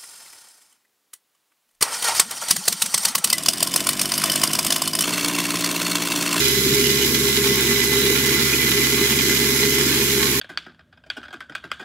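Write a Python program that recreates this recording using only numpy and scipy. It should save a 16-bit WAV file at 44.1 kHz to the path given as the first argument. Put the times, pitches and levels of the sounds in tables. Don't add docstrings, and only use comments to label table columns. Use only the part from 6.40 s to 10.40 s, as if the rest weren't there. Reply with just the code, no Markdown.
import sys
import numpy as np
from scipy import signal
from scipy.fft import rfft, irfft, next_fast_len
from scipy.io import wavfile
from scipy.ndimage import uniform_filter1d, map_coordinates

SR = 44100
rng = np.random.default_rng(int(sys.argv[2]) if len(sys.argv) > 2 else 0)


def file_out(sig):
    cols = np.atleast_2d(sig).T
    lim = np.clip(cols, -1, 1)
    pcm = np.round(lim * 32767).astype(np.int16)
    wavfile.write(sys.argv[1], SR, pcm)


N = 176400

# pitch_hz, likeness
STEREO_LIKENESS = [(60, .98), (450, .975), (650, .5), (900, .6), (1300, .15), (1550, .7), (1850, .25),
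                   (2100, .7), (2400, .35), (2650, -.35), (3000, .3), (3350, -.45), (3680, -.7),
                   (3950, .15), (4300, -.2), (5000, 0)]
# pitch_hz, width_hz, level_db
SINK_RINGS = [(878, 50, -4), (1087, 19.5, 6), (1190, 16, 3), (1397, 33, 6), (1550, 89, -8.5),
              (1682, 25, -1.5), (1956, 43, -4.5), (2207, 50, 1), (2437, 74, 3.5), (2950, 310, 0),
              (3950, 260, -4.5), (5060, 330, -3)]
# pitch_hz, left_db, right_db
BASIN_COLOUR = [(580, -33, -13), (630, -25, -25), (790, -17.5, -24.5), (837, -15, -12.5), (1094, -13, -13),
                (1160, -18.5, -14), (1377, -16.3, -11), (1800, -8, -7.5), (1910, -9.5, -9),
                (2250, -15, -4.5), (2240, -20.5, -3.5), (2760, -11, -11.5), (3190, -20, -8.5),
                (3340, -6, -5), (3980, -16.5, -7), (4430, -8.5, -10.5), (4500, -17.5, -11),
                (4730, -13, -11.5), (5600, -13.5, -10.5), (7620, -14, -10.5), (8500, -20.5, -21),
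                (9550, -18.5, -14.5), (10640, -16.5, -9.5), (12900, -11.5, -8.5), (14200, -14.5, -13.5),
                (16100, -17, -13)]
# time_s, level_db
TAP_FLOW = [(0, -21), (.3, -21.5), (1.1, -21.5), (2.1, -21), (3.5, -20.5), (4, -21)]
# pitch_hz, gain_db
TAP_COLOUR = [(300, -49), (700, -10.5), (2000, -8.5), (4000, -5.5), (6000, 0), (9000, 1), (15000, -2.5)]
# start_s, level_db
TAP_SPURTS = [(.079, -15.5), (.345, -17), (.62, -18), (.743, -20), (.878, -21), (1.071, -20), (1.44, -16),
              (1.859, -17)]
# pitch_hz, gain_db
CHURN_COLOUR = [(20, -35), (36, -33), (52, -17), (66, -21), (110, -18.5), (148, -3.5), (172, -16.5),
                (215, -0.5), (240, 0.5), (258, -3), (275, -3), (300, -2.5), (350, -1), (400, 1.5),
                (435, -4.5), (470, -8.5), (505, -22.5), (620, -32.5), (900, -70)]
# peak_s, level_db
CHURN_GULPS = [(.27, -21.5), (.335, -21), (1.705, -22), (2.15, -25), (2.612, -21)]
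# time_s, turns_per_s
SHAFT_SPEED = [(0, 67.85), (0.2, 67.61), (0.35, 68.06), (0.55, 67.68), (0.88, 67.95), (1.1, 67.26),
               (1.35, 67.22), (1.65, 67.51), (2, 67.53), (2.2, 67.27), (2.4, 67.74), (2.75, 67.95),
               (2.95, 67.79), (3.25, 68.09), (3.5, 68.15), (4, 67.28)]
# cycles_per_turn, level_db, roughness
HUM_TONES = [(1, -38, 0), (2, -34, 0), (3, -38, 0.53), (4, -38.5, 1), (5, -39.5, 0), (8, -53, .6),
             (16, -61, 1), (18, -58, 0.5), (23, -47, 0)]
# pitch_hz, level_db
MAINS_TONES = [(120, -42.5), (240, -41.5)]
# time_s, level_db
DRONE_LEVEL = [(0, -32), (.55, -25), (.73, -25.5), (.82, -25), (1.3, -26), (1.75, -25.5), (2.05, -30.5),
               (2.17, -27.5), (2.33, -33.5), (2.4, -28.5), (3.05, -31.5), (3.3, -25.5), (3.42, -32),
               (3.62, -26.5), (4, -29.5)]
# time_s, level_db
WHINE_LEVEL = [(0, -35), (.9, -34.5), (1.2, -32), (2.6, -30.5), (3.25, -34), (3.7, -36), (4, -46)]
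# peak_s, pitch_hz, level_db, width_s
RING_SCRAPES = [(0.455, 2920, -31, 0.055), (0.619, 2960, -29, 0.017), (1.606, 3900, -31.5, 0.086),
                (2.137, 2420, -24, .007), (2.223, 2350, -29.5, 0.016), (3.234, 2060, -31, 0.012)]
# time_s, level_db
GRIND_EFFORT = [(0, -20.5), (.25, -24), (1.1, -24), (2.2, -23), (3.2, -24), (4, -24.5)]
# pitch_hz, gain_db
GRIND_COLOUR = [(300, -36), (550, -1.5), (900, -1.5), (4000, 1), (6000, -3), (9000, -8.5), (15000, -35)]
# time_s, shift_db
GRIND_BRIGHTNESS = [(0, 4.5), (.7, 3), (1.4, 1.3), (2, 1), (3, 1), (4, 0)]
# start_s, level_db
BIG_CRUNCHES = [(.053, -20), (.148, -19.5), (.456, -18.5), (.495, -19), (.553, -27), (.746, -16),
                (.967, -15.5), (1.056, -19.5), (1.071, -14), (1.232, -31), (1.53, -22), (1.66, -15.5),
                (1.76, -21), (1.94, -21), (2.138, -23), (2.316, -15), (2.377, -21), (2.525, -21),
                (2.789, -16), (2.963, -14.5), (3.216, -29), (3.23, -14), (3.252, -20), (3.495, -19),
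                (3.612, -18), (3.828, -16.5)]
GRIND_LULLS = [.72, .785, 1.495, 3.29, 3.655]

CRUNCH_FADE_S = .075


def amp(db):
    return 10 ** (np.asarray(db) / 20)


def unit(x):
    return x / np.sqrt(np.mean(x ** 2) + 1e-20)


def along(points, hz):
    pitches, values = np.transpose(points)
    return np.interp(np.log(hz + 1), np.log(pitches + 1), values)


def curve(rows):
    return np.interp(np.arange(N) / SR, *np.transpose(rows))


def wobble(rate):
    return map_coordinates(rng.standard_normal(2048), [np.arange(N) * rate / SR], mode="wrap")


def filtered(x, response):
    size = next_fast_len(N + SR // 2)
    return irfft(rfft(x, size) * response(np.fft.rfftfreq(size, 1 / SR)), size)[..., :N]


def spread(pair):
    angle = lambda hz: np.arccos(np.clip(along(STEREO_LIKENESS, hz), -1, 1)) / 2
    mid, side = filtered(pair, lambda hz: np.array([np.cos(angle(hz)), np.sin(angle(hz))]))
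    return np.array([mid + side, mid - side])


def tone(cycles, rough, rate):
    flutter = 1 + rough * (wobble(rate) + 1j * wobble(rate))
    return unit((flutter * np.exp(2j * np.pi * cycles)).real)


def impacts(per_s, spread_db):
    hit = rng.random((2, N)) < per_s / SR
    sign, size = rng.standard_normal((2, 2, N))
    return unit(hit * np.sign(sign) * amp(spread_db * size))


def bursts(rows, fade_s, rise_s):
    t, power = np.arange(SR // 4) / SR, np.zeros(N + SR)
    shape = (1 - np.exp(-t / rise_s)) * np.exp(-np.log(1000) * t / fade_s)
    for start_s, db in rows:
        power[round(start_s * SR):][:len(t)] += (amp(db) * shape) ** 2
    return power[:N]


def basin(blows, colour):
    def response(hz):
        rings = sum(amp(db) * 1j * hz * width / (pitch * pitch - hz * hz + 1j * hz * width)
                    for pitch, width, db in SINK_RINGS)
        left_db = along([(pitch, db) for pitch, db, _ in BASIN_COLOUR], hz)
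        right_db = along([(pitch, db) for pitch, _, db in BASIN_COLOUR], hz)
        return (1 + amp(-1) * rings) * amp([left_db, right_db]) * amp(along(colour, hz))
    return unit(filtered(spread(blows), response)) * np.std(blows)


def patchy(x, depth_db):
    spectrum = signal.stft(x, nperseg=512)[2]
    patches = uniform_filter1d(rng.standard_normal(spectrum.shape[1:]), size=4, axis=0)
    patches = uniform_filter1d(patches, size=14, axis=1)
    shifted = signal.istft(spectrum * amp(depth_db * unit(patches)), nperseg=512)[1]
    return unit(shifted[:, :N]) * np.std(x)


def tap(turns):
    shake_db = 0.28 * (np.cos(2 * np.pi * turns) + np.cos(4 * np.pi * turns))
    flow = amp(curve(TAP_FLOW) + 0.5 * wobble(55) + 0.92 * wobble(300) + shake_db)
    force = np.sqrt(flow ** 2 + bursts(TAP_SPURTS, fade_s=.07, rise_s=0.00053))
    drops = force * impacts(per_s=14000, spread_db=2.5)
    return patchy(basin(drops, TAP_COLOUR), depth_db=1.2)


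def churn(level_db=-27, swing_db=1.56, gulp_s=.009):
    t = np.arange(N) / SR
    noise = spread(rng.standard_normal((2, N)))
    water = unit(filtered(noise, lambda hz: amp(along(CHURN_COLOUR, hz))))
    gulps = sum(amp(db) ** 2 * np.exp(-((t - peak_s) / gulp_s) ** 2) for peak_s, db in CHURN_GULPS)
    return water * np.sqrt(amp(level_db + swing_db * wobble(22.1)) ** 2 + gulps)


def motor(turns):
    t = np.arange(N) / SR
    hum = sum(amp(db) * tone(per_turn * turns + rng.random(), rough, rate=16)
              for per_turn, db, rough in HUM_TONES)
    buzz = sum(amp(db) * unit(np.sin(2 * np.pi * (hz * t + rng.random()))) for hz, db in MAINS_TONES)
    drone = amp(curve(DRONE_LEVEL)) * tone(6 * turns, rough=0.46, rate=24)
    whine = amp(curve(WHINE_LEVEL)) * tone(30 * turns, rough=0.61, rate=60)
    return hum + buzz + drone + whine * amp([[-4], [4]])


def scrapes(flutter_hz=220):
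    t, sound = np.arange(N) / SR, np.zeros(N)
    for peak_s, hz, db, width_s in RING_SCRAPES:
        flutter = wobble(flutter_hz) + 1j * wobble(flutter_hz)
        note = unit((flutter * np.exp(2j * np.pi * hz * t)).real)
        swell = np.exp(-((t - peak_s) / width_s) ** 2 / 2)
        sound += amp(db) * swell * note
    return sound * amp([[-5.5], [5.5]])


def bites(per_s=50, level_db=-6):
    starts = rng.random(N) < per_s / SR
    decay = np.exp(-2 * np.log(1000) / (CRUNCH_FADE_S * SR))
    return signal.lfilter([amp(level_db) ** 2], [1, -decay], starts)


def grind(turns, lull_s=.018, lull_db=-5, treble_hz=3500):
    t, angle = np.arange(N) / SR, 2 * np.pi * turns
    lugs = unit(amp(0.8 * np.cos(angle) + 1.24 * np.cos(2 * angle) + 1.86 * wobble(260)))
    lulls = sum(np.exp(-((t - middle_s) / lull_s) ** 2) for middle_s in GRIND_LULLS)
    load = amp(curve(GRIND_EFFORT) + 0.5 * wobble(44) + lull_db * lulls)
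    crunches = bursts(BIG_CRUNCHES, CRUNCH_FADE_S, rise_s=0.00019)
    force = lugs * np.sqrt(load ** 2 * (1 + bites()) + crunches)
    blows = force * impacts(per_s=6000, spread_db=2.8)
    rattle = patchy(basin(blows, GRIND_COLOUR), depth_db=1.5)
    middle = filtered(rattle, lambda hz: 1 / (1 + (hz / treble_hz) ** 4))
    treble = rattle - middle
    bright_db = curve(GRIND_BRIGHTNESS)
    return middle * amp(-bright_db) + treble * amp(bright_db)


def scene():
    turns = np.cumsum(curve(SHAFT_SPEED)) / SR
    return motor(turns) + churn() + grind(turns) + scrapes() + tap(turns)


def record(dry, top_hz=15750):
    return filtered(dry, lambda hz: hz < top_hz)


dry = scene()
out = record(dry)
file_out(out)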